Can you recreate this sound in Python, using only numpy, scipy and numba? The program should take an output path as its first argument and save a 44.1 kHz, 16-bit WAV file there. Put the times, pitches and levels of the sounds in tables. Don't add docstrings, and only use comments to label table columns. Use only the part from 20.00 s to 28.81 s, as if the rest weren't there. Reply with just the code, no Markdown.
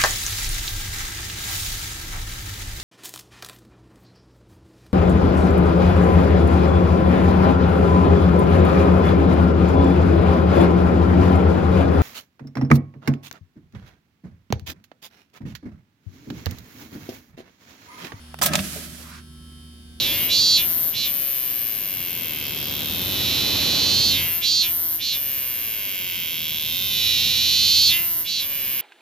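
import sys
import numpy as np
from scipy import signal
from scipy.fft import rfft, irfft, next_fast_len
from scipy.io import wavfile
from scipy.ndimage import uniform_filter1d, map_coordinates
from numba import njit

SR = 44100
rng = np.random.default_rng(int(sys.argv[2]) if len(sys.argv) > 2 else 0)


def digitize_waveform(pressure):
    field = np.atleast_2d(pressure).T
    bounded = np.clip(field, -1, 1)
    quanta = np.round(bounded * 32767).astype(np.int16)
    wavfile.write(sys.argv[1], SR, quanta)


N = 388521
TIME = np.arange(N) / SR

# start_s [s], rate [cycles per s]
MUSCLE_RHYTHM = [(0.0, 148.5), (0.13, 162.4), (0.23, 169.5), (0.31, 172.2), (0.45, 173.3), (0.57, 174.2),
                 (0.8, 167.6), (0.93, 160.0), (1.0, 145.7), (1.13, 141.0), (1.32, 134.5), (1.62, 117.4),
                 (1.95, 91), (2.2, 82), (2.45, 74), (2.85, 74.5), (3.05, 91), (3.26, 116), (3.75, 126.5),
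                 (3.9, 134), (4.09, 159.7), (4.29, 168.5), (4.42, 172.3), (4.51, 170.8), (4.63, 171.0),
                 (4.82, 168.7), (5.0, 160.6), (5.1, 142.5), (5.25, 138.1), (5.45, 128), (5.7, 113.4),
                 (6.0, 90), (6.25, 85), (6.5, 76), (6.7, 82), (7.0, 114), (7.2, 122), (7.56, 131.5),
                 (7.88, 166.6), (7.95, 171.8), (8.02, 172.3), (8.21, 167.7), (8.3, 157.8), (8.44, 141),
                 (8.56, 139.6), (8.8, 127.2)]
# start_s [s], climax_s [s], closing_s [s],
# buzz_gain_db [dB], tick_gain_db at full opening [dB]
PHRASES = [(-3.0, -0.06, .32, -2.5, -10), (1.03, 4.085, .18, -0.8, -9), (5.11, 7.878, .1, 1.9, -7.5),
           (8.39, 11.1, .1, 4.5, -12)]
# from_climax_s [s], opening [0-1], resonance_hz [Hz],
# back_ms [ms], the time for a tymbal to spring back before a wide opening shortens it
SWELL_POSTURE = [(-3.0, .1, 2950, 1.68), (-2.3, .115, 2900, 1.8), (-1.7, .22, 3120, 1.9),
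                 (-1.3, .26, 3520, 1.85), (-1.0, .32, 3700, 1.95), (-.79, .6, 3930, 2.1),
                 (-.55, .57, 3990, 2.08), (-.33, .69, 4200, 2.0), (0, .89, 4450, 1.85)]
# start_s [s], end_s [s], opening [0-1],
# top_resonance_hz [Hz], buzz_gain_db [dB], tick_gain_db that is approached when open [dB]
BURSTS = [(.268, .563, .98, 4560, .4, -17), (.915, 1.043, .68, 4200, -3, -12),
          (4.398, 4.617, .96, 4560, -1.5, -17), (4.978, 5.124, .77, 4300, -4.5, -15),
          (8.232, 8.396, .77, 4300, -4.6, -15)]
# start_s [s], late_ms [ms]
SECOND_TYMBAL_LIMP = [(0, .14), (.26, .13), (.32, .065), (.41, .06), (.435, .11), (.56, .11), (.62, .08),
                      (1.2, .13), (4.2, .125), (4.3, .085), (4.5, .06), (4.54, .11), (4.62, .11),
                      (4.75, .075), (5.3, .13), (7.7, .13), (7.88, .065), (7.96, .05), (8.1, .1),
                      (8.8, .14)]
# opening [0-1], sooner_ms [ms], wander_ms [ms], return_click_db re the inward click [dB]
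SPRING_BACK = [(.25, 0.0, .012, -5.0), (.6, 0.0, .05, -5.0), (.89, 0.0, .06, -5.0), (.915, .28, 0.0, -2.0)]
# rate [cycles per s], return_db re the inward tick [dB]
RETURN_TICK = [(80, 1), (138, -6), (165, -17)]
BUZZ_LOW_EDGE = [(.15, .74), (.35, .72), (.6, .64), (.85, .7), (.95, .83)]
# opening [0-1], ratio to the resonance [-], level_db [dB]
UPPER_MODE = [(.2, 1.6, 0.0), (.35, 1.42, -1.0), (.58, 1.34, 0.0), (.85, 1.42, -2.5)]
# pitch_hz [Hz], level_db [dB]
ABDOMEN_RADIATION = [(500, -14), (1400, 4.6), (2200, 4.6), (3000, 1.8), (4500, 0), (5400, 0.5), (6500, 1),
                     (7400, -3.5), (8500, -10.5), (9700, -8.5), (11000, 0), (15000, -31)]
# pitch_hz [Hz], level_db [dB]
SHUT_TICK_SPECTRUM = [(6000, -70), (8500, -40), (10000, -20), (11200, -4), (12400, 3.5), (13600, 5.5),
                      (14500, 3), (15500, -6)]
OPEN_TICK_SPECTRUM = [(6000, -60), (8500, -26), (9700, -12), (10900, 0), (12000, 1), (13600, 1.5),
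                      (14500, 1), (15500, -6)]
# pitch_hz [Hz], level_db [dB]
SNAP_SPECTRUM = [(150, -8), (330, 1.5), (520, -1), (900, -2.5), (1500, -1.5), (3000, -2.5), (5000, 1),
                 (6500, 2), (7700, 0), (8700, -14), (11000, -73)]
# start_s [s], left_right_db before each tymbal's own [dB], gain_db [dB]
TICK_BALANCE = [(0.0, 6.0, -1.5), (0.22, 7.5, 1.5), (0.8, 5.5, 1.0), (1.25, 6.0, 1.3), (2.5, 5.5, -0.5),
                (3.1, 5.0, 1.3), (3.85, 1.5, -1.8), (4.25, 3.0, -0.7), (5.3, 2.0, -0.7), (5.9, 0.0, -1.7),
                (6.4, -0.5, -1.2), (6.85, -0.5, 1.3), (7.2, -0.7, 0.0), (7.6, -0.7, -1.0),
                (7.92, -1.2, 1.5), (8.1, -1.0, -1.0), (8.45, -1.2, -2.5), (8.8, -1.2, 0.8)]
# start_s [s], level_db re the near one [dB]
FAR_TICK_LEVEL = [(0, -8), (2.5, -10), (4.2, -8), (5.3, -7), (6.4, -5), (8.1, -4), (8.8, -6)]
# start_s [s], lead_ms [ms]
TICK_PORT_LEAD = [(0, .016), (5.6, .015), (6.0, .024), (7.2, .021)]
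# start_s [s], rumble_db [dB], rush_db [dB], engine_hum_db [dB]
TOWN_LEVELS = [(0.0, -43, -40, -48), (0.07, -42, -41, -45), (1.44, -55, -53, -61), (3.19, -39, -38, -39),
               (3.75, -39, -34, -40), (4.21, -40, -42, -38), (4.36, -51, -50, -49), (4.9, -54, -54, -51),
               (5.88, -55, -52, -53), (6.25, -51, -55, -55), (7.25, -46, -48, -42), (7.89, -47, -52, -46),
               (8.1, -53, -58, -54), (8.28, -54, -58, -59), (8.73, -55, -51, -58), (8.8, -55, -52, -73)]
# start_s [s], pitch_hz [Hz]
HUM_PITCH = [(0, 88.9), (2.5, 91.66), (4.0, 89.87), (5.5, 89.1), (7.0, 87.8), (8.8, 84.7)]
# order [multiple of its pitch], level_db [dB]
HUM_ORDERS = [(1, 0), (3, -13), (6, -14.5)]
# pitch_hz [Hz], level_db [dB]
RUMBLE_SPECTRUM = [(20, -36), (40, -8.5), (70, -4), (120, -0.5), (190, -1.5), (300, -10.5), (600, -26),
                   (2000, -27)]
RUSH_SPECTRUM = [(120, -27), (260, 1.5), (420, -3.5), (800, -10.5), (1500, -14), (4000, -7), (12000, -48)]
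AIR_SPECTRUM = [(30, 6), (200, -28), (1000, -6), (1800, 8), (2800, 7), (4000, 3), (6500, 12), (8500, -20),
                (15000, -65)]
# start_s [s], level_db [dB]
TWITTER_LEVEL = [(2.33, -75), (2.44, -44), (2.7, -43), (2.85, -75)]
# pitch_hz [Hz], level_db [dB]
TWITTER_SPECTRUM = [(3800, -35), (4500, 0), (5000, -3), (5500, 0), (6200, -35)]

BAND_PASS, HIGH_PASS = -1, 1
FULL_SPEED_PER_S = 170
BURST_ATTACK_S, BURST_RELEASE_S = .034, .054
ATTACK_EASE, RELEASE_EASE = 1.7, 1.4
BURST_FIRST_SHARE = .86
SHUT_HZ = 2800
SWELL_GLIDE_POWER, BURST_GLIDE_POWER = 2.4, 1.0
START_SAG, END_SAG = .38, .15
ARCH_TOP = .62
REST_BACK_MS = 1.76
JITTER_S, SLOW_JITTER_S, STRAIN_JITTER_S = .000005, .00012, .00004
LONGEST_LAG_S = .0059
SHUT_WIDTH_HZ, OPEN_WIDTH_HZ, UPPER_WIDTH_HZ = 620, 335, 750
SHUT_RING_DB, OPEN_RING_DB = 10.0, 16.0
BUZZ_DB, BUZZ_DB_PER_DECADE, SHUT_LEAK = -16, 32, .08
BUZZ_PAN_DB = -4.3
TICK_DB, TICK_DB_PER_DECADE = -22.0, 13
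SNAP_DB, SNAP_DB_PER_DECADE = -39.3, 12
TICK_MUTE_POWER = 2.5
TICK_CLOSE_SHARE = .38
TICK_LEAD_S = .02
SNAP_MUTE_SHARE = .8
BLURRED_SHARE = .7
BARK_ECHO_DB, GARDEN_ECHO_DB = -7.5, -15.5
GARDEN_AIR_DB = -53
WHINE_HZ, WHINE_DB, WHINE_FADE_DB_PER_S = 564, -46.5, 14
CUTOFF_HZ = 14650


def from_db(db):
    return 10 ** (np.asarray(db) / 20)


def rms_one(x):
    return x / np.sqrt(np.mean(x ** 2) + 1e-20)


def read(rows, when=TIME):
    at, *columns = np.transpose(rows)
    return [np.interp(when, at, column) for column in columns]


def colour(x, spectrum):
    hz, db = np.transpose(spectrum)
    size = next_fast_len(N + 4096)
    grid = np.maximum(np.fft.rfftfreq(size, 1 / SR), 1)
    gain = from_db(np.interp(np.log(grid), np.log(hz), db))
    return irfft(rfft(x, size) * gain, size)[..., :N]


def drift(per_s):
    return rms_one(np.interp(TIME * per_s, np.arange(4000), rng.standard_normal(4000)))


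def clicks(times, db):
    at = times[:, None] * SR
    taps = np.round(at).astype(int) + np.arange(-8, 9)
    shape = np.sinc(taps - at) * np.cos(np.pi * (taps - at) / 18) ** 2
    inside = (taps >= 0) & (taps < N)
    return np.bincount(taps[inside], (shape * from_db(db)[:, None])[inside], N)


@njit
def resonate(x, hz, width_hz, zero):
    y = np.zeros(len(x))
    for i in range(2, len(x)):
        r = np.exp(-np.pi * width_hz[i] / SR)
        w = 2 * np.pi * hz[i] / SR
        gain = (1 - r * r) / 2 if zero < 0 else r
        driven = gain * (x[i] - (1 + zero) * x[i - 1] + zero * x[i - 2])
        y[i] = driven + 2 * r * np.cos(w) * y[i - 1] - r * r * y[i - 2]
    return y


def even(x):
    power = uniform_filter1d(uniform_filter1d(x ** 2, size=1200), size=900)
    return x / np.sqrt(np.maximum(power, 1e-14))


def place(x, pan_db, lead_ms):
    late = map_coordinates(x, [np.arange(N) - lead_ms * SR / 1000], order=5)
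    gains = from_db(np.array([[1], [-1]]) * pan_db / 2)
    return np.array([x, late]) * gains / np.sqrt(np.mean(gains ** 2, axis=0))


def scatter(x, t60, delay_s):
    t = TIME[:SR // 2]
    tail = rng.standard_normal((2, len(t))) * from_db(-60 * t / t60) * (t > delay_s)
    tail /= np.sqrt(np.sum(tail ** 2, axis=1, keepdims=True))
    return signal.fftconvolve(x[None], tail, axes=1)[:, :N]


def stereo_noise(spectrum, side_db):
    mid, side = colour(rng.standard_normal((2, N)), spectrum)
    side = from_db(side_db) * colour(side, [(80, -14.5), (250, -13), (700, -4.5)])
    return rms_one(np.array([mid + side, mid - side]))


def swell_move(when, start, climax, closing_s, buzz_db, tick_db):
    held, hz, back_ms = read(SWELL_POSTURE, when - climax)
    gate = (when > start) * np.exp(-(np.maximum(when - climax, 0) / closing_s) ** RELEASE_EASE)
    rise_hz = (hz - SHUT_HZ) * gate ** SWELL_GLIDE_POWER
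    return held * gate, rise_hz, back_ms, buzz_db, tick_db * held * gate ** TICK_MUTE_POWER


def burst_move(when, start, end, wide, hz, buzz_db, tick_db):
    since = np.maximum(when - start, 0)
    progress = np.minimum(since / (end - start), 1)
    release = np.exp(-(np.maximum(when - end, 0) / BURST_RELEASE_S) ** RELEASE_EASE)
    gate = (1 - np.exp(-(since / BURST_ATTACK_S) ** ATTACK_EASE)) * release
    share = BURST_FIRST_SHARE + (1 - BURST_FIRST_SHARE) * progress
    sag = np.where(progress < ARCH_TOP, START_SAG, END_SAG)
    arch = 1 - sag * np.interp(progress, [0, ARCH_TOP, 1], [-1, 0, 1]) ** 2
    rise_hz = (hz - SHUT_HZ) * arch * gate ** BURST_GLIDE_POWER
    muted = (1 - np.exp(-progress / TICK_CLOSE_SHARE)) * release ** TICK_MUTE_POWER
    return wide * share * gate, rise_hz, np.full(len(when), REST_BACK_MS), buzz_db, tick_db * muted


def posture(when=TIME):
    moves = [swell_move(when, *phrase) for phrase in PHRASES]
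    moves += [burst_move(when, *burst) for burst in BURSTS]
    openings, rises, backs, buzz_gains, tick_gains = map(np.array, zip(*moves))
    weights = openings ** 2 + 1e-12
    weights /= weights.sum(axis=0)
    is_open = np.clip(openings.max(axis=0), 0, 1)
    centre_hz = SHUT_HZ + rises.max(axis=0)
    back_ms = np.sum(backs * weights, axis=0)
    return is_open, centre_hz, back_ms, buzz_gains @ weights, tick_gains.min(axis=0)


def tymbal(buckle, back, level_db, back_db, spread_db):
    a, b, c, d = level_db + spread_db * rng.standard_normal((len(buckle), 4)).T
    ticks = clicks(buckle, c) + clicks(back, d + back_db)
    return clicks(buckle, a), clicks(back, b), ticks


def tymbal_pair(second_db=-0.8, slow_second_db=-1.0, waver_share=.02, waver_per_s=22):
    pace, = read(MUSCLE_RHYTHM)
    slowness = np.clip(FULL_SPEED_PER_S / pace - 1, 0, 1)
    pace = pace * (1 + waver_share * slowness * drift(waver_per_s))
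    cycles = np.cumsum(pace) / SR
    beat = np.interp(np.arange(int(cycles[-1])), cycles, TIME)
    rate, = read(MUSCLE_RHYTHM, beat)
    is_open, _, back_ms, _, _ = posture(beat)
    sooner_ms, wander_ms, _ = read(SPRING_BACK, is_open)
    back_db, = read(RETURN_TICK, rate)
    chance = rng.standard_normal((len(beat), 4)).T
    slack = np.clip(168 / rate - 1, 0, 1)
    strain = is_open * np.minimum(6 * slack, 1)
    loose_s = JITTER_S + SLOW_JITTER_S * slack ** 0.73 + STRAIN_JITTER_S * strain
    late_s = read(SECOND_TYMBAL_LIMP, beat)[0] / 1000
    first = beat + loose_s * chance[0]
    second = beat + np.minimum(.5 / rate + late_s, LONGEST_LAG_S) + loose_s * chance[1]
    wander = np.array([np.interp(beat, TIME, drift(9)) for _ in range(2)])
    back_s = (back_ms - sooner_ms + wander_ms * wander) / 1000
    back_s = back_s + (JITTER_S + STRAIN_JITTER_S * strain / 2) * chance[2:]
    spread_db = .5 + 1.1 * slack
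    second_level_db = second_db + slow_second_db * slack
    return (tymbal(first, first + back_s[0], 0, back_db, spread_db),
            tymbal(second, second + back_s[1], second_level_db, back_db, spread_db))


def abdomen(inward, outward, centre_hz, is_open, membrane_width_hz=3350.0):
    broad = np.full(N, membrane_width_hz)
    return_db = read(SPRING_BACK, is_open)[2]
    membrane = resonate(inward, 0.91 * centre_hz, broad, BAND_PASS)
    membrane += from_db(return_db) * resonate(outward, 1.22 * centre_hz, 2.2 * broad, BAND_PASS)
    width_hz = SHUT_WIDTH_HZ + (OPEN_WIDTH_HZ - SHUT_WIDTH_HZ) * is_open
    ring_db = SHUT_RING_DB + (OPEN_RING_DB - SHUT_RING_DB) * is_open
    ring = from_db(ring_db) * resonate(membrane, centre_hz, width_hz, BAND_PASS)
    upper_ratio, upper_db = read(UPPER_MODE, is_open)
    upper = resonate(membrane, upper_ratio * centre_hz, np.full(N, UPPER_WIDTH_HZ), BAND_PASS)
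    ring += from_db(upper_db) * upper
    edge_hz = read(BUZZ_LOW_EDGE, is_open)[0] * centre_hz
    voice = resonate(membrane + ring, edge_hz, 0.26 * centre_hz, HIGH_PASS)
    voice = resonate(voice, 0.58 * centre_hz, 0.55 * centre_hz, HIGH_PASS)
    return even(colour(voice, ABDOMEN_RADIATION))


def tick_colour(ticks, is_open):
    share = np.clip(is_open, 0, 1) ** 1.5
    shut = even(colour(ticks, SHUT_TICK_SPECTRUM))
    opened = even(colour(ticks, OPEN_TICK_SPECTRUM))
    return even((1 - share) * shut + share * opened)


def reflections(x, level_db, nearest_ms=1.2, farthest_ms=7., sway_ms=0.06, count=6):
    out = np.zeros((2, N))
    for port in range(2):
        for delay_ms in np.geomspace(nearest_ms, farthest_ms, count) * rng.uniform(.8, 1.2, count):
            late = (delay_ms + sway_ms * drift(2.5)) * SR / 1000
            out[port] += map_coordinates(x[port], [np.arange(N) - late], order=2)
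    return from_db(level_db) * out / np.sqrt(count)


def cicada(near_pan_db=1.5, far_pan_db=-5.0, snap_pan_db=-2.0):
    is_open, centre_hz, _, buzz_gain, tick_gain = posture()
    tick_gain = np.interp(TIME + TICK_LEAD_S, TIME, tick_gain)
    rate, = read(MUSCLE_RHYTHM)
    tick_pan, uneven_db = read(TICK_BALANCE)
    lead_ms, = read(TICK_PORT_LEAD)
    far_db, = read(FAR_TICK_LEVEL)
    speed_decades = np.log10(rate / FULL_SPEED_PER_S)
    buzz_db = BUZZ_DB + BUZZ_DB_PER_DECADE * np.log10(is_open + SHUT_LEAK) + buzz_gain
    tick_db = TICK_DB + TICK_DB_PER_DECADE * speed_decades + tick_gain + uneven_db
    snap_db = SNAP_DB + SNAP_DB_PER_DECADE * speed_decades + SNAP_MUTE_SHARE * tick_gain
    (in_a, out_a, ticks_a), (in_b, out_b, ticks_b) = tymbal_pair()
    voice = abdomen(in_a + in_b, out_a + out_b, centre_hz, is_open)
    buzz = place(from_db(buzz_db) * voice, BUZZ_PAN_DB, lead_ms=.025)
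    near_tick = from_db(tick_db) * tick_colour(ticks_a, is_open)
    far_tick = from_db(tick_db + far_db) * tick_colour(ticks_b, is_open)
    tick = place(near_tick, tick_pan + near_pan_db, lead_ms)
    tick += place(far_tick, tick_pan + far_pan_db, lead_ms)
    blurred_share = BLURRED_SHARE * is_open
    blurred = scatter(np.sqrt(blurred_share) * tick.mean(axis=0), t60=0.06, delay_s=.001)
    tick = np.sqrt(1 - blurred_share) * tick + blurred
    snaps = even(colour(ticks_a + 0.44 * ticks_b, SNAP_SPECTRUM))
    snap = place(from_db(snap_db) * snaps, snap_pan_db, lead_ms=0.064)
    direct = buzz + tick + snap
    echoed = from_db(-1 - 6 * is_open) * buzz + snap + from_db(6 * is_open - 1.5) * tick
    near = reflections(echoed, BARK_ECHO_DB)
    garden = from_db(GARDEN_ECHO_DB) * scatter(direct.mean(axis=0), t60=0.15, delay_s=.006)
    return direct + near + garden


def town(rumble_db=5.5, rush_db=5.8, hum_db=-1.0, waver_db=-0.5):
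    rumble_level, rush_level, hum_level = read(TOWN_LEVELS)
    turns = np.cumsum(read(HUM_PITCH)[0] + 1.13 * drift(9)) / SR
    hum = np.zeros(N)
    for order, order_db in HUM_ORDERS:
        level_db = hum_level + hum_db + order_db + waver_db * drift(14)
        hum += from_db(level_db) * np.sin(2 * np.pi * order * turns)
    whine_db = WHINE_DB - WHINE_FADE_DB_PER_S * TIME + waver_db * drift(12)
    whine_turns = np.cumsum(WHINE_HZ + 3 * drift(20)) / SR
    whine = from_db(whine_db) * np.sin(2 * np.pi * whine_turns)
    rumble = from_db(rumble_level + rumble_db) * stereo_noise(RUMBLE_SPECTRUM, side_db=3.0)
    rush = from_db(rush_level + rush_db) * stereo_noise(RUSH_SPECTRUM, side_db=3.5)
    air = from_db(GARDEN_AIR_DB) * stereo_noise(AIR_SPECTRUM, side_db=-3)
    return np.sqrt(2) * (hum + whine) + rumble + rush + air


def twitter(flutter_db=1.8, flutter_per_s=45):
    level_db = read(TWITTER_LEVEL)[0] + flutter_db * drift(flutter_per_s)
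    return from_db(level_db) * stereo_noise(TWITTER_SPECTRUM, side_db=0.0)


def scene():
    return cicada() + town() + twitter()


def record(dry):
    return signal.sosfilt(signal.ellip(10, .2, 80, CUTOFF_HZ, fs=SR, output="sos"), dry)


dry = scene()
out = record(dry)
digitize_waveform(out)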